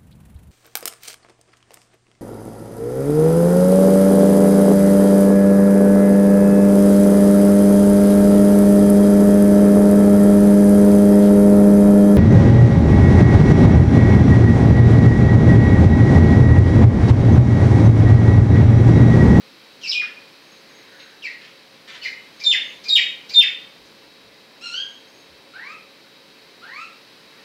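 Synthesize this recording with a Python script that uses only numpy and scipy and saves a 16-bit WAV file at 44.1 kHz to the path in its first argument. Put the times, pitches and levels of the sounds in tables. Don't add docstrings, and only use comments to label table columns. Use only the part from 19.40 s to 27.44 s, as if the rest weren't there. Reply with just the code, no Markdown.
import sys
import numpy as np
from scipy import signal
from scipy.fft import rfft, irfft, next_fast_len
from scipy.io import wavfile
from scipy.ndimage import uniform_filter1d, minimum_filter1d

SR = 44100
rng = np.random.default_rng(int(sys.argv[2]) if len(sys.argv) > 2 else 0)


def transcribe(u):
    v = np.clip(np.atleast_2d(u).T, -1, 1)
    q = np.round(v * 32767).astype(np.int16)
    wavfile.write(sys.argv[1], SR, q)


N = 354563


def squirrel_voice(hz, db, overtones_db, rough, falloff_db=7, jitter=.09):
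    # frequency in Hz, gain in dB.
    throat = [(1000, -5.5), (3000, 2.5), (5200, 5), (6200, -17.5), (7400, -4.5), (8600, -31), (11000, -17),
              (14000, -43)]
    # frequency in Hz, relative level in dB.
    air_spectrum = [(2000, -19.5), (3800, -1.5), (4900, 0), (5600, -4), (6500, -13), (7800, -24.5),
                    (8800, -30.5), (12000, -31.5), (15500, -31)]
    size, rough = len(hz), ramp(rough)
    phase = 2 * np.pi * np.cumsum(hz * (1 + jitter * rough * waver(size, rate_hz=397))) / SR
    fundamental = amp(read(throat, hz)) * np.sin(phase) * ragged(size, 1.3 * rough ** 2, rate_hz=370)
    overtones = sum(amp(read(throat, k * hz) - falloff_db * (k - 2)) * np.sin(k * phase)
                    * (k * hz < SR / 2) for k in range(2, 5))
    air = noise(size, lambda f: amp(read(air_spectrum, f))) / np.sqrt(2)
    breakup = np.minimum(2.4 * rough, 1)
    upper = np.sqrt(1 - breakup ** 2) * overtones + breakup * air
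    return faded(amp(db) * (fundamental + amp(overtones_db) * upper))


def full_calls(top_hz=5066, sag=.016, slide_octaves=1.17, attack_s=.008, change_s=.007):
    # start, whip, hold and slide in seconds, held pitch in Hz, whip gain in dB,
    # whip roughness 0-1, then held gain, swell over the hold, held overtones and slide gain in dB.
    calls = [(0.507, 0.045, .055, 0.037, 2444, -21, 0.34, -20, -9, -28, -24.5),
             (3.037, .019, .054, .056, 3590, -22, .6, -13, 0, -16, -13),
             (3.484, .019, .052, 0.052, 3742, -17, .6, -13, 0.5, -16, -9.5),
             (3.934, 0.018, .049, 0.061, 3603, -19, 0.65, -7.5, -5.5, -26, -11)]
    for (start, whip_s, hold_s, slide_s, held_hz, whip_db, whip_rough,
         held_db, swell_db, overtones_db, slide_db) in calls:
        release_s = whip_s + hold_s
        t = np.arange(0, release_s + slide_s, 1 / SR)
        whip = ramp(1 - t / whip_s)
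        hold = ramp((t - whip_s) / hold_s) - .5
        slide = ramp((t - release_s) / slide_s)
        octaves = np.log2(top_hz / held_hz) * whip ** 2.1 - slide_octaves * slide ** .85
        hz = held_hz * 2 ** octaves * (1 - sag * hold)
        whipping, sliding = ramp((whip_s - t) / change_s), ramp((t - release_s) / change_s)
        holding = 1 - whipping - sliding
        db = (whipping * (whip_db - 6 * ramp(1 - t / attack_s))
              + holding * (held_db + swell_db * hold)
              + sliding * (slide_db - 26 * slide ** 4))
        upper_db = -9 * whipping + holding * overtones_db - 15 * sliding
        rough = whipping * whip_rough * np.sqrt(whip) + .034 * holding + .35 * sliding
        yield start, squirrel_voice(hz, db, upper_db, rough)


def lead_ins(scoop=.34, rasp_share=.55, attack_s=.0076):
    # start and length in seconds, pitch in Hz, gain and overtones in dB,
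    # first and last roughness 0-1.
    notes = [(0.467, 0.037, 5150, -21.5, -14, 0.82, 0.28), (2.608, .034, 1480, -44, 11, .03, .04),
             (2.995, 0.038, 2354, -33.5, -3.5, 0.8, 0.1), (3.435, .046, 2414, -33.5, -4, .9, 0),
             (3.888, .051, 2415, -36, -1, .9, 0)]
    for start, length_s, hz, db, overtones_db, first_rough, last_rough in notes:
        u = progress(length_s)
        catching = ramp(1 - u / rasp_share)
        pitch_hz = hz * (1 - scoop * first_rough * catching ** 2)
        envelope_db = -13.5 * catching - 18 * ramp(1 - u * length_s / attack_s)
        upper_db = overtones_db + 26.5 * first_rough * catching
        rough = last_rough + (first_rough - last_rough) * np.sqrt(catching)
        yield start, squirrel_voice(pitch_hz, db + envelope_db, upper_db, rough)


def short_chirps(peak_share=.71, dulling_db=18):
    # start and length in seconds, first and last pitch in Hz, gain and overtones in dB,
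    # roughness 0-1.
    chirps = [(0.413, 0.068, 3350, 2170, -26, -4, 0.2), (1.822, .066, 3273, 1738, -23.5, -10.5, 0.23),
              (2.625, 0.054, 3012, 1769, -21, -8, 0.35)]
    for start, length_s, first_hz, last_hz, db, overtones_db, rough in chirps:
        u = progress(length_s)
        hz = first_hz * (last_hz / first_hz) ** (u ** .85)
        rise_db = -17 * ramp(1 - u / peak_share) ** 2
        fade_db = -19 * ramp((u - peak_share) / (1 - peak_share)) ** 2
        upper_db = overtones_db - dulling_db * (u - .5)
        yield start, squirrel_voice(hz, db + rise_db + fade_db, upper_db, rough)


def ticks():
    # start in seconds, level in dB.
    snaps = [(3.566, -35), (4.0285, -33.5)]
    for start, db in snaps:
        click = np.diff(rng.standard_normal(91))
        yield start, amp(db) * unit(click * np.hanning(len(click)) ** 2)


def whine_voice(hz, db, bright_db, harmonics, jitter, rough):
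    # frequency in Hz, gain in dB.
    throat = [(600, -16), (950, -13.5), (1250, 1), (2800, 1), (3500, 0), (4300, 14), (5400, 2), (8000, 9.5),
              (9500, -10)]
    size = len(hz)
    phase = 2 * np.pi * np.cumsum(hz * (1 + jitter * waver(size, rate_hz=144))) / SR
    tone = np.zeros(size)
    for k, harmonic_db in harmonics:
        partial_db = harmonic_db + read(throat, k * hz) + bright_db * max(k - 2, 0)
        tone += amp(partial_db) * np.sin(k * phase) * ragged(size, rough * k ** 2, rate_hz=550)
    return faded(tone * amp(db))


def nasal_whine():
    # time in seconds, pitch in Hz, gain in dB.
    curve = [(5.211, 1282, -47), (5.238, 1420, -31), (5.256, 1390, -30), (5.278, 1315, -40),
             (5.300, 1405, -31), (5.322, 1389, -34), (5.340, 1476, -29), (5.392, 1598, -27.5),
             (5.445, 1650, -39)]
    # harmonic number, gain in dB.
    harmonics = [(1, -9.5), (2, 3), (3, -11.5), (4, -11), (5, -28), (6, -29)]
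    times, pitches_hz, gains_db = np.transpose(curve)
    t = np.arange(times[0], times[-1] + .0019, 1 / SR)
    hz, db = np.interp(t, times, pitches_hz), np.interp(t, times, gains_db)
    bright_db = 4 - 34 * np.log2(hz / hz[0])
    return times[0], whine_voice(hz, db, bright_db, harmonics, jitter=.004, rough=.005)


def hollow_whines(attack_s=.026, release_s=.03, hoarse_s=.046):
    # start and length in seconds, first and last pitch in Hz, gain and swell in dB,
    # brightness in dB per harmonic above the second.
    rises = [(6.136, .211, 677, 1344, -38, -5, -1), (7.218, .230, 632, 1398, -37.5, 4, -0.5)]
    # harmonic number, gain in dB.
    harmonics = [(1, 0), (2, 2), (3, -16), (4, -17), (5, -25), (6, -30)]
    for start, length_s, first_hz, last_hz, db, swell_db, bright_db in rises:
        u = progress(length_s)
        t = u * length_s
        hz = last_hz + (first_hz - last_hz) * (1 - u) ** 1.2
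        edges = ramp(1 - t / attack_s) + ramp(1 - (length_s - t) / release_s)
        envelope_db = swell_db * (u - .5) - 9.5 * edges
        upper_db = bright_db + 6 * ramp(1 - t / hoarse_s)
        yield start, whine_voice(hz, db + envelope_db, upper_db, harmonics, jitter=.009, rough=.012)


def far_trills(note_hz=6400, notes_per_s=4, arch=.019, quaver=.009):
    # start and end in seconds, level in dB.
    trills = [(0.967, 1.64, -57.5), (2.871, 3.757, -56.5), (5.127, 5.857, -57)]
    for start, end, db in trills:
        t = np.arange(0, end - start, 1 / SR)
        note = abs(np.sin(np.pi * notes_per_s * t))
        hz = note_hz * (1 + arch * (note - .5) + quaver * waver(len(t), rate_hz=170))
        envelope = amp(db) * note ** 2 * ragged(len(t), rough=.4, rate_hz=40)
        yield start, faded(envelope * np.sin(2 * np.pi * np.cumsum(hz) / SR))


def rustles_and_bumps():
    # start and length in seconds, level in dB, centre in Hz, width in octaves.
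    rustles = [(1.182, .366, -56.5, 1960, 0.24), (1.447, 0.29, -51, 1622, .21),
               (1.583, 0.057, -46, 2580, 0.63), (1.599, 0.0092, -39, 4030, 0.13),
               (1.999, 0.07, -43, 2400, 0.67), (2.47, 0.044, -36.5, 2400, 0.71),
               (2.531, 0.049, -39, 2310, 0.74), (4.44, .043, -55, 4200, 0.5),
               (4.431, 0.086, -61, 248, 0.34), (7.907, .129, -55.5, 1590, .255)]
    # start in seconds, level in dB.
    bumps = [(3.959, -80), (4.361, -68), (4.797, -65), (5.865, -65)]
    for start, length_s, db, centre_hz, octaves in rustles:
        yield start, puff(length_s, db, centre_hz, octaves)
    for start, db in bumps:
        yield start, puff(length_s=.11, db=db, centre_hz=68, octaves=.46)


def garden():
    # frequency in Hz, relative density in dB.
    murmur_spectrum = [(20, -24.5), (45, -30.5), (70, -11), (88, -20.5), (120, -6), (200, -2), (300, 0),
                       (400, -2), (540, -2), (630, -5), (1000, -8.5), (1400, -33.5)]
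    hiss_spectrum = [(590, -29.5), (1000, -6.5), (1300, -7), (1570, -6), (2550, -4.5), (2760, -9.5),
                     (3000, -5.5), (3250, -5.5), (3560, -9), (3730, -5.5), (3950, -5.5), (4090, -3),
                     (4810, -6.5), (6800, -21.5), (15800, -28.5)]
    # time in seconds, murmur and hiss levels in dB.
    levels = [(0, -54.5, -49.5), (1.4, -54, -49.5), (2.3, -55, -50.5), (3.3, -52.5, -48.5),
              (4.3, -53.5, -50), (4.9, -54.5, -51), (6.5, -55, -51), (8.04, -55, -49.5)]
    times, murmur_db, hiss_db = np.transpose(levels)
    t = np.arange(N) / SR
    murmur = noise(N, lambda hz: amp(read(murmur_spectrum, hz)))
    murmur *= amp(np.interp(t, times, murmur_db) + .5 * waver(N, rate_hz=4.8))
    hiss = noise(N, lambda hz: amp(read(hiss_spectrum, hz)))
    hiss *= amp(np.interp(t, times, hiss_db) + .12 * waver(N, rate_hz=8.5))
    return murmur + hiss


def hum(drift_hz=2.515, flutter=.26):
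    # frequency in Hz, level in dB.
    tones = [(441.4, -65), (543.7, -63), (2659, -66.5), (3844, -61)]
    out = np.zeros(N)
    for hz, db in tones:
        phase = 2 * np.pi * np.cumsum(hz + drift_hz * waver(N, rate_hz=7.7)) / SR
        out += amp(db) * unit(np.sin(phase) * (1 + flutter * waver(N, rate_hz=12)))
    return out


def kitchen(x, scatter_s=.011, build_up_s=.008):
    # frequency in Hz, time to decay 60 dB in seconds.
    t60 = [(200, .45), (1500, 0.45), (3000, 0.48), (5000, 0.36), (10000, 0.49)]
    direct_db, scatter_db, tail_db = -4.5, -5, -1
    hz, t, bands = signal.stft(rng.standard_normal(SR), SR, nperseg=256)
    tail = signal.istft(bands * amp(-60 * t / read(t60, hz)[:, None]), SR, nperseg=256)[1]
    t = np.arange(len(tail)) / SR
    tail *= 1 - np.exp(-t / build_up_s)
    scatter = rng.standard_normal(len(t)) * np.exp(-t / scatter_s)
    response = amp(tail_db) * tail / np.linalg.norm(tail)
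    response += amp(scatter_db) * scatter / np.linalg.norm(scatter)
    response[0] += amp(direct_db)
    return signal.fftconvolve(x, response)


def puff(length_s, db, centre_hz, octaves):
    size = int(length_s * SR)
    band = noise(size, lambda hz: np.exp(-.5 * (np.log2((hz + 1) / centre_hz) / octaves) ** 2))
    return amp(db) * band * signal.windows.tukey(size, .5)


def noise(size, shape):
    length = next_fast_len(size + 2048)
    hz = np.fft.rfftfreq(length, 1 / SR)
    return unit(irfft(rfft(rng.standard_normal(length)) * shape(hz), length))[:size]


def waver(size, rate_hz):
    return noise(size, lambda hz: 1 / (1 + (hz / rate_hz) ** 4))


def ragged(size, rough, rate_hz):
    rough = ramp(rough)
    return np.sqrt(1 - rough) + np.sqrt(rough) * waver(size, rate_hz)


def faded(x, edge_s=.0007):
    t = np.arange(len(x)) / SR
    return x * ramp(np.minimum(t, t[-1] - t) / edge_s)


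def amp(db):
    return 10 ** (np.asarray(db) / 20)


def unit(x):
    return x / np.sqrt(np.mean(x ** 2) + 1e-20)


def read(points, hz):
    f, value = np.transpose(points)
    return np.interp(np.log(hz + 1), np.log(f + 1), value)


def ramp(x):
    return np.clip(x, 0, 1)


def progress(length_s):
    return np.linspace(0, 1, int(length_s * SR))


def add(mix, start_s, sound):
    part = mix[max(round(start_s * SR), 0):][:len(sound)]
    part += sound[:len(part)]


def scene():
    sounds = [*full_calls(), *lead_ins(), *short_chirps(), nasal_whine(), *hollow_whines(),
              *far_trills(), *rustles_and_bumps()]
    mix = garden() + hum()
    for start, sound in sounds:
        heard = kitchen(sound)
        add(mix, start, heard * np.linalg.norm(sound) / np.linalg.norm(heard))
    for start, tick in ticks():
        add(mix, start, tick)
    return mix[None]


def record(dry, threshold=.82, ceiling=.75, knee=14, cutoff_hz=15800):
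    gain = np.minimum(1, threshold / (abs(dry) + 1e-9))
    limited = dry * uniform_filter1d(minimum_filter1d(gain, size=131), size=131)
    rounded = limited / (1 + abs(limited / ceiling) ** knee) ** (1 / knee)
    lowpass = signal.firwin(511, cutoff_hz, window=("kaiser", 9), fs=SR)
    return signal.oaconvolve(rounded, lowpass[None], "same")


dry = scene()
out = record(dry)
transcribe(out)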